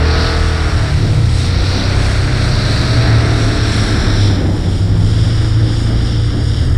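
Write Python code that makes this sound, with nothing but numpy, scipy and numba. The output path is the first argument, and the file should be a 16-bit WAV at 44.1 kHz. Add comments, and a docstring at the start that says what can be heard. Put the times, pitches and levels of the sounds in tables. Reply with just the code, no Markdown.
"""Pickup engine in deep snow: revs hard, wheels spinning, lifts off, labours on more quietly.
Sines on multiples of the cycle rate make the engine tone; one order carries a whine.
A deep exhaust drone glides on its own pitch, with brief low hums beside it.
Shaped noise makes gas roar, churned and thrown snow, and the bass of body and wind.
The snow surface returns engine tone, gas and thrown snow a little late, which combs them."""
import sys
import numpy as np
from scipy import signal
from scipy.fft import rfft, irfft
from scipy.io import wavfile
from scipy.ndimage import uniform_filter1d, map_coordinates
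from numba import njit

SR = 44100
rng = np.random.default_rng(int(sys.argv[2]) if len(sys.argv) > 2 else 0)


def decibels_to_gain(level_db):
    """Convert a level in decibels to a linear amplitude gain (20 dB per decade)."""
    exponent = np.asarray(level_db, float) / 20
    return 10 ** exponent


def waveform_to_disk(signal):
    """Save audio, clipped to [-1, 1], as 16-bit WAV at the path in sys.argv[1]."""
    frames = np.transpose(np.atleast_2d(signal))
    scaled = np.clip(frames, -1, 1) * 32767
    samples = np.round(scaled).astype(np.int16)
    wavfile.write(sys.argv[1], SR, samples)


N = 298557
T = np.arange(N) / SR  # s

# engine, a short rev, a long rev, then the quieter pull: t/s, cycle rate f/Hz, effort level/dB
ENGINE_CURVE = [(0.0, 39, 0), (0.146, 40.02, 1), (0.3, 40.95, 1), (0.55, 40.22, -1.5), (0.684, 38.71, -0.5),
                (0.802, 37.21, -1), (0.978, 32.43, -4.5), (1.158, 29.34, -4.5), (1.33, 28, -5),
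                (1.62, 30.29, -2), (1.87, 32.22, -1), (2.17, 33.32, -1), (2.73, 34.44, -0.5),
                (3.01, 36.36, 0.5), (3.34, 37.4, 0), (3.75, 37.69, -0.5), (3.9, 37.17, -0.5),
                (4.13, 35.36, -2), (4.4, 31.48, -6), (4.55, 31.24, -10), (5.1, 30.02, -8.5),
                (5.55, 28.56, -7), (6.0, 27.87, -8), (6.5, 26.4, -10.5), (6.77, 26.4, -9)]
# outline of the engine orders at 0 dB effort: f/Hz, level/dB
ORDER_OUTLINE = [(30, -24.5), (100, -24.5), (160, -35), (300, -42.5), (480, -45.5), (750, -50.5),
                 (1000, -50.5), (1300, -41.5), (1700, -44.5), (2100, -56)]
# orders that stand out of the outline: multiple of the cycle rate, lift level/dB
STRONG_ORDERS = [(2, 2), (3, 5.5), (4, 1.5), (8, 6), (9, 3.5), (12, 7), (14, 3), (16, 6), (18, 12), (21, 0),
                 (29, 11.5), (32, 8.5), (36, 9), (38, 3.5), (40, 3), (43, 5), (46, 7.5)]
# exhaust and body resonances: centre f/Hz, width f/Hz, lift level/dB
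PIPE_RESONANCES = [(78.2, 10, 4), (161, 24, 4), (302, 27, 6), (464, 49, 7.5), (650, 85, 7.5),
                   (1310, 180, 2.5), (1590, 20, 2)]
# whine on one engine order: t/s, level/dB
WHINE_CURVE = [(0, -28), (0.3, -25), (0.8, -32), (1.2, -31), (1.7, -33.5), (2.1, -33), (3.0, -36),
               (3.6, -33), (4.3, -38.5), (5.2, -40), (5.45, -31), (6.77, -31.5)]
# deep exhaust drone: t/s, pitch f/Hz, level/dB
DRONE_CURVE = [(0.0, 75.6, -7.5), (0.21, 78.6, -18.5), (0.4, 79.27, -9.5), (0.68, 80.1, -17),
               (0.81, 94.7, -16), (1.17, 111.8, -11.5), (1.6, 133.1, -23), (1.79, 129.3, -30),
               (2.06, 130.5, -18.5), (2.56, 129.8, -18), (2.88, 122.9, -15), (3.13, 113.7, -10),
               (3.71, 105.9, -18.5), (4.24, 101.3, -13.5), (4.4, 100.7, -24), (4.72, 98.5, -18),
               (4.92, 103.7, -11), (5.3, 111.1, -12), (6.32, 112.7, -14.5), (6.77, 120.4, -15)]
# partials of the drone: multiple of its pitch, level/dB
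DRONE_PARTIALS = [(0.501, -21.5), (0.749, -18), (1, 0.5), (1.499, -26.5), (2, -28.5)]
# low hums: middle t/s, length t/s, start f/Hz, end f/Hz, level/dB
HUM_EVENTS = [(1.08, .4, 150.7, 144, -19), (1.999, 0.66, 189.5, 202.8, -27),
              (3.897, .5, 218.4, 207.1, -25.5), (4.95, 0.91, 171.5, 163, -22)]
# gas roar spectrum: f/Hz, relative level/dB per Hz
GAS_SPECTRUM = [(200, -6), (400, -12), (700, 5), (1300, 1), (2000, -2.5), (3000, -9), (5000, -34),
                (9000, -63)]
# low churning spectrum: f/Hz, relative level/dB per Hz
RUMBLE_SPECTRUM = [(100, -9.5), (170, -1), (230, -1.5), (300, 1), (400, -7.5), (550, -13), (900, -18),
                   (2000, -63)]
# low churning: t/s, level/dB
RUMBLE_CURVE = [(0, -20.5), (0.4, -30.5), (0.9, -31), (1.04, -20), (1.39, -30), (1.6, -26), (2.9, -23.5),
                (4.0, -19.5), (4.45, -18.5), (4.6, -23.5), (5.2, -22), (5.4, -25.5), (6.1, -24),
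                (6.77, -26.5)]
# thrown snow spectrum: f/Hz, relative level/dB per Hz
SPRAY_SPECTRUM = [(1500, -14.5), (3000, -2), (4200, -2), (5600, -0.5), (6300, -25), (8200, -32),
                  (11600, -41)]
# thrown snow: t/s, level/dB
SPRAY_CURVE = [(0, -30), (0.24, -25), (0.41, -28), (0.8, -28.5), (0.95, -29), (1.39, -30), (1.64, -27.5),
               (2.2, -26.5), (2.8, -26.5), (3.3, -27), (3.9, -26.5), (4.24, -24), (4.53, -36.5),
               (4.95, -33.5), (5.4, -33), (6.15, -32.5), (6.6, -35.5), (6.77, -41.5)]
# finest powder spectrum: f/Hz, relative level/dB per Hz
POWDER_SPECTRUM = [(5500, -11), (6800, -1), (8300, -1), (10000, -6.5), (11600, -26), (15000, -28.5)]
# snow surge spectrum: f/Hz, relative level/dB per Hz
SURGE_SPECTRUM = [(2500, -24), (3600, -9), (4000, -1.5), (4700, 1), (5300, -9), (7000, -38)]
# bright surges of thrown snow: middle t/s, length t/s, level/dB
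SURGE_EVENTS = [(0.2, 0.41, -30), (1.7, .5, -35), (2.8, .9, -29.5), (4.197, 0.41, -39.5)]
# reflection off the snow: t/s, first notch f/Hz, returned share 0-1
SNOW_BOUNCE = [(0, 1014, 0.24), (2.5, 1018, 0.46), (3.5, 995, 0.47), (4.2, 928.7, 0.51), (4.8, 862, 0.39),
               (5.6, 852, 0.49), (6.77, 842, 0.72)]
# bass spectrum: f/Hz, relative level/dB per Hz
BASS_SPECTRUM = [(10, -22), (20, -10), (33, 2), (50, -2.5), (80, -0.5), (120, -3), (160, -12), (250, -40),
                 (600, -63)]
# bass: t/s, level/dB
BASS_CURVE = [(0, -21.5), (1, -15), (2, -18.5), (4.5, -17), (5, -17.5), (6.4, -20.5), (6.77, -14)]

# dB gained per dB of effort
LOW_FOLLOW, MID_FOLLOW, HIGH_FOLLOW, GAS_FOLLOW = 0.24, 1.2, 2, 0.99
LOW_SPLIT_HZ, HIGH_SPLIT_HZ = 189.0, 950.0  # bounds of the middle orders
SING_DB_PER_HZ, SING_FROM_HZ = 1.07, 39  # middle orders sing clearer above this cycle rate
WHINE_ORDER = 11
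GAS_DB = -24.5  # at 0 dB effort
POWDER_FOLLOW = 0.76  # dB of powder per dB of spray
GUST_DB, LULL_GUST_DB = 1.0, 2.5  # gust spread, normal and in thin spray
LULL_BELOW_DB = -30.5  # spray level midway between the two spreads
SNOW_DULL_HZ = 6840  # the snow swallows the treble of the late copy


def columns(table):
    """Each column of a curve table at every sample."""
    s, *cols = np.transpose(table)
    return [np.interp(T, s, c) for c in cols]


def walk(rate_hz):
    """Random levels held 1 / rate_hz s and slewed twice; spread near 1."""
    hold = int(SR / rate_hz)
    steps = np.repeat(rng.standard_normal(N // hold + 1), hold)
    return 1.16 * uniform_filter1d(uniform_filter1d(steps, hold), hold)[:N]


def swell(mid_s, length_s):
    """Share of the way through an event, and its smooth rise and fall."""
    u = np.clip((T - mid_s) / length_s + 0.5, 0, 1)
    return u, np.sin(np.pi * u)


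def sine(phase, level_db):
    """Sine of the given rms level."""
    return np.sqrt(2) * decibels_to_gain(level_db) * np.sin(phase)


def colour(x, points, lo_hz, hi_hz):
    """Shape x by a spectrum table, with rms 1 between lo_hz and hi_hz."""
    hz, db = np.transpose(points)
    f = np.arange(N // 2 + 1) * SR / N + 1e-3
    spec = rfft(x) * decibels_to_gain(np.interp(np.log(f), np.log(hz), db))
    inside = np.sum(np.abs(spec[(f > lo_hz) & (f < hi_hz)]) ** 2)
    return irfft(spec, N) * N / np.sqrt(2 * inside)


@njit
def stack(phase, orders, start, gain, hop):
    """Sum of sines on multiples of the phase; gains are given every hop samples."""
    out = np.zeros(len(phase))
    for k in range(len(orders)):
        for i in range(len(phase)):
            j, a = i // hop, (i % hop) / hop
            level = gain[k, j] * (1 - a) + gain[k, j + 1] * a
            out[i] += level * np.sin(orders[k] * phase[i] + start[k])
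    return out


def engine():
    """Engine tone with its whine, the cycle phase and the effort."""
    hz, effort_db = columns(ENGINE_CURVE)
    # the flywheel rounds off every change of speed
    hz = uniform_filter1d(hz, size=6000, mode="nearest")
    cycle = np.cumsum(hz) * 2 * np.pi / SR
    return engine_orders(hz, cycle, effort_db) + whine(cycle), cycle, effort_db


def engine_orders(hz, cycle, effort_db, waver_db=1.65, count=50, hop=512):
    """Multiples of the cycle rate: each wavers on its own and swells inside a pipe resonance."""
    mult = np.arange(1.0, count + 1)

    def per_hop(c):
        return np.append(c[::hop], c[-1])

    f = mult[:, None] * per_hop(hz)
    low = 1 / (1 + (f / LOW_SPLIT_HZ) ** 6)
    high = 1 / (1 + (HIGH_SPLIT_HZ / f) ** 6)
    mid = 1 - low - high
    outline_hz, outline_db = np.transpose(ORDER_OUTLINE)
    db = np.interp(np.log(f), np.log(outline_hz), outline_db)
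    db = db + sum(lift_db * (mult[:, None] == round(k)) for k, lift_db in STRONG_ORDERS)
    db = db + (low * LOW_FOLLOW + mid * MID_FOLLOW + high * HIGH_FOLLOW) * per_hop(effort_db)
    db = db + mid * SING_DB_PER_HZ * np.maximum(per_hop(hz) - SING_FROM_HZ, 0)
    db = db + sum(d / (1 + (2 * (f - c) / w) ** 2) for c, w, d in PIPE_RESONANCES)
    wander = uniform_filter1d(rng.standard_normal(f.shape), size=28, axis=1) * np.sqrt(28)
    start = rng.uniform(0, 2 * np.pi, len(mult))
    return stack(cycle, mult, start, np.sqrt(2) * decibels_to_gain(db + waver_db * wander), hop)


def whine(cycle):
    """Sine locked to one engine order, its level independent of effort."""
    level_db, = columns(WHINE_CURVE)
    return sine(WHINE_ORDER * cycle, level_db + 1.3 * walk(7))


def drone():
    """Nearly pure deep note with faint partials; pitch and level waver."""
    hz, level_db = columns(DRONE_CURVE)
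    phase = np.cumsum(hz * (1 + 0.0044 * walk(22))) * 2 * np.pi / SR
    level_db = level_db + 0.9 * walk(11)
    return sum(sine(m * phase, level_db + d + 0.5 * walk(10)) for m, d in DRONE_PARTIALS)


def hums():
    """Unsteady gliding low notes, each under one smooth swell."""
    out = 0
    for mid_s, length_s, start_hz, end_hz, level_db in HUM_EVENTS:
        u, shape = swell(mid_s, length_s)
        hz = (start_hz + (end_hz - start_hz) * u) * (1 + 0.012 * walk(25))
        phase = np.cumsum(hz) * 2 * np.pi / SR
        out = out + np.sqrt(shape) * sine(phase, level_db + 3.6 * walk(14))
    return out


def gas_roar(cycle, effort_db):
    """Exhaust gas noise, puffed once a cycle and louder with effort."""
    puffs = rng.standard_normal(N) * (1 + 0.099 * np.cos(cycle))
    level_db = GAS_DB + GAS_FOLLOW * effort_db + 1.1 * walk(8)
    return colour(puffs, GAS_SPECTRUM, 755, 2500) * decibels_to_gain(level_db)


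def rumble():
    """Low churning: shaped noise of wavering level."""
    level_db, = columns(RUMBLE_CURVE)
    return colour(rng.standard_normal(N), RUMBLE_SPECTRUM, 110, 710) * decibels_to_gain(level_db + 2.25 * walk(12))


def thrown_snow():
    """Snow thrown by the tyres: noise in gusts and grains, with fine powder and bright surges."""
    spray_db, = columns(SPRAY_CURVE)
    thick = decibels_to_gain(4.6 * (spray_db - LULL_BELOW_DB))
    gust_db = (GUST_DB + (LULL_GUST_DB - GUST_DB) / (1 + thick)) * walk(6)
    grains = rng.standard_normal(N) * decibels_to_gain(0.69 * walk(400) + gust_db)
    spray = colour(grains, SPRAY_SPECTRUM, 3890, 9000) * decibels_to_gain(spray_db)
    # the finest powder adds quicker gusts of its own
    powder = rng.standard_normal(N) * decibels_to_gain(1.18 * gust_db + 2.07 * walk(10))
    powder = colour(powder, POWDER_SPECTRUM, 6850, 12000) * decibels_to_gain(POWDER_FOLLOW * spray_db - 17.5)
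    surge_gain = sum(decibels_to_gain(db) * swell(mid_s, length_s)[1] for mid_s, length_s, db in SURGE_EVENTS)
    surges = colour(grains, SURGE_SPECTRUM, 3000, 6000) * surge_gain
    return spray + powder + surges


def off_snow(x):
    """Direct sound plus a late copy off the snow: notches at odd multiples of the first."""
    notch_hz, share = columns(SNOW_BOUNCE)
    # half a notch period late, less the delay of the dulling filter
    delay = SR / (2 * notch_hz) - SR / (2 * np.pi * SNOW_DULL_HZ)
    late = map_coordinates(x, [np.arange(N) - delay], order=3, mode="nearest")
    late = signal.sosfilt(signal.butter(1, SNOW_DULL_HZ, fs=SR, output="sos"), late)
    share = np.clip(share, 0, 0.95)
    return (x + share * late) / np.sqrt(1 + share ** 2)


def bass():
    """Deep shudder of the body and wind on the microphone, as one shaped noise."""
    level_db, = columns(BASS_CURVE)
    return colour(rng.standard_normal(N), BASS_SPECTRUM, 22, 150) * decibels_to_gain(level_db)


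def scene():
    """Engine tone, gas and thrown snow also come off the snow; the low layers arrive once."""
    tone, cycle, effort_db = engine()
    combed = off_snow(tone + gas_roar(cycle, effort_db) + thrown_snow())
    return (combed + drone() + hums() + rumble() + bass())[None]


def band_limit(x):
    """A steep low-pass at the top of the band."""
    return signal.sosfilt(signal.butter(12, 15200, fs=SR, output="sos"), x)


def record(dry):
    """The phone rounds off the loudest peaks."""
    mix = np.tanh(0.84 * dry) / 0.96
    return band_limit(mix)


dry = scene()
out = record(dry)
waveform_to_disk(out)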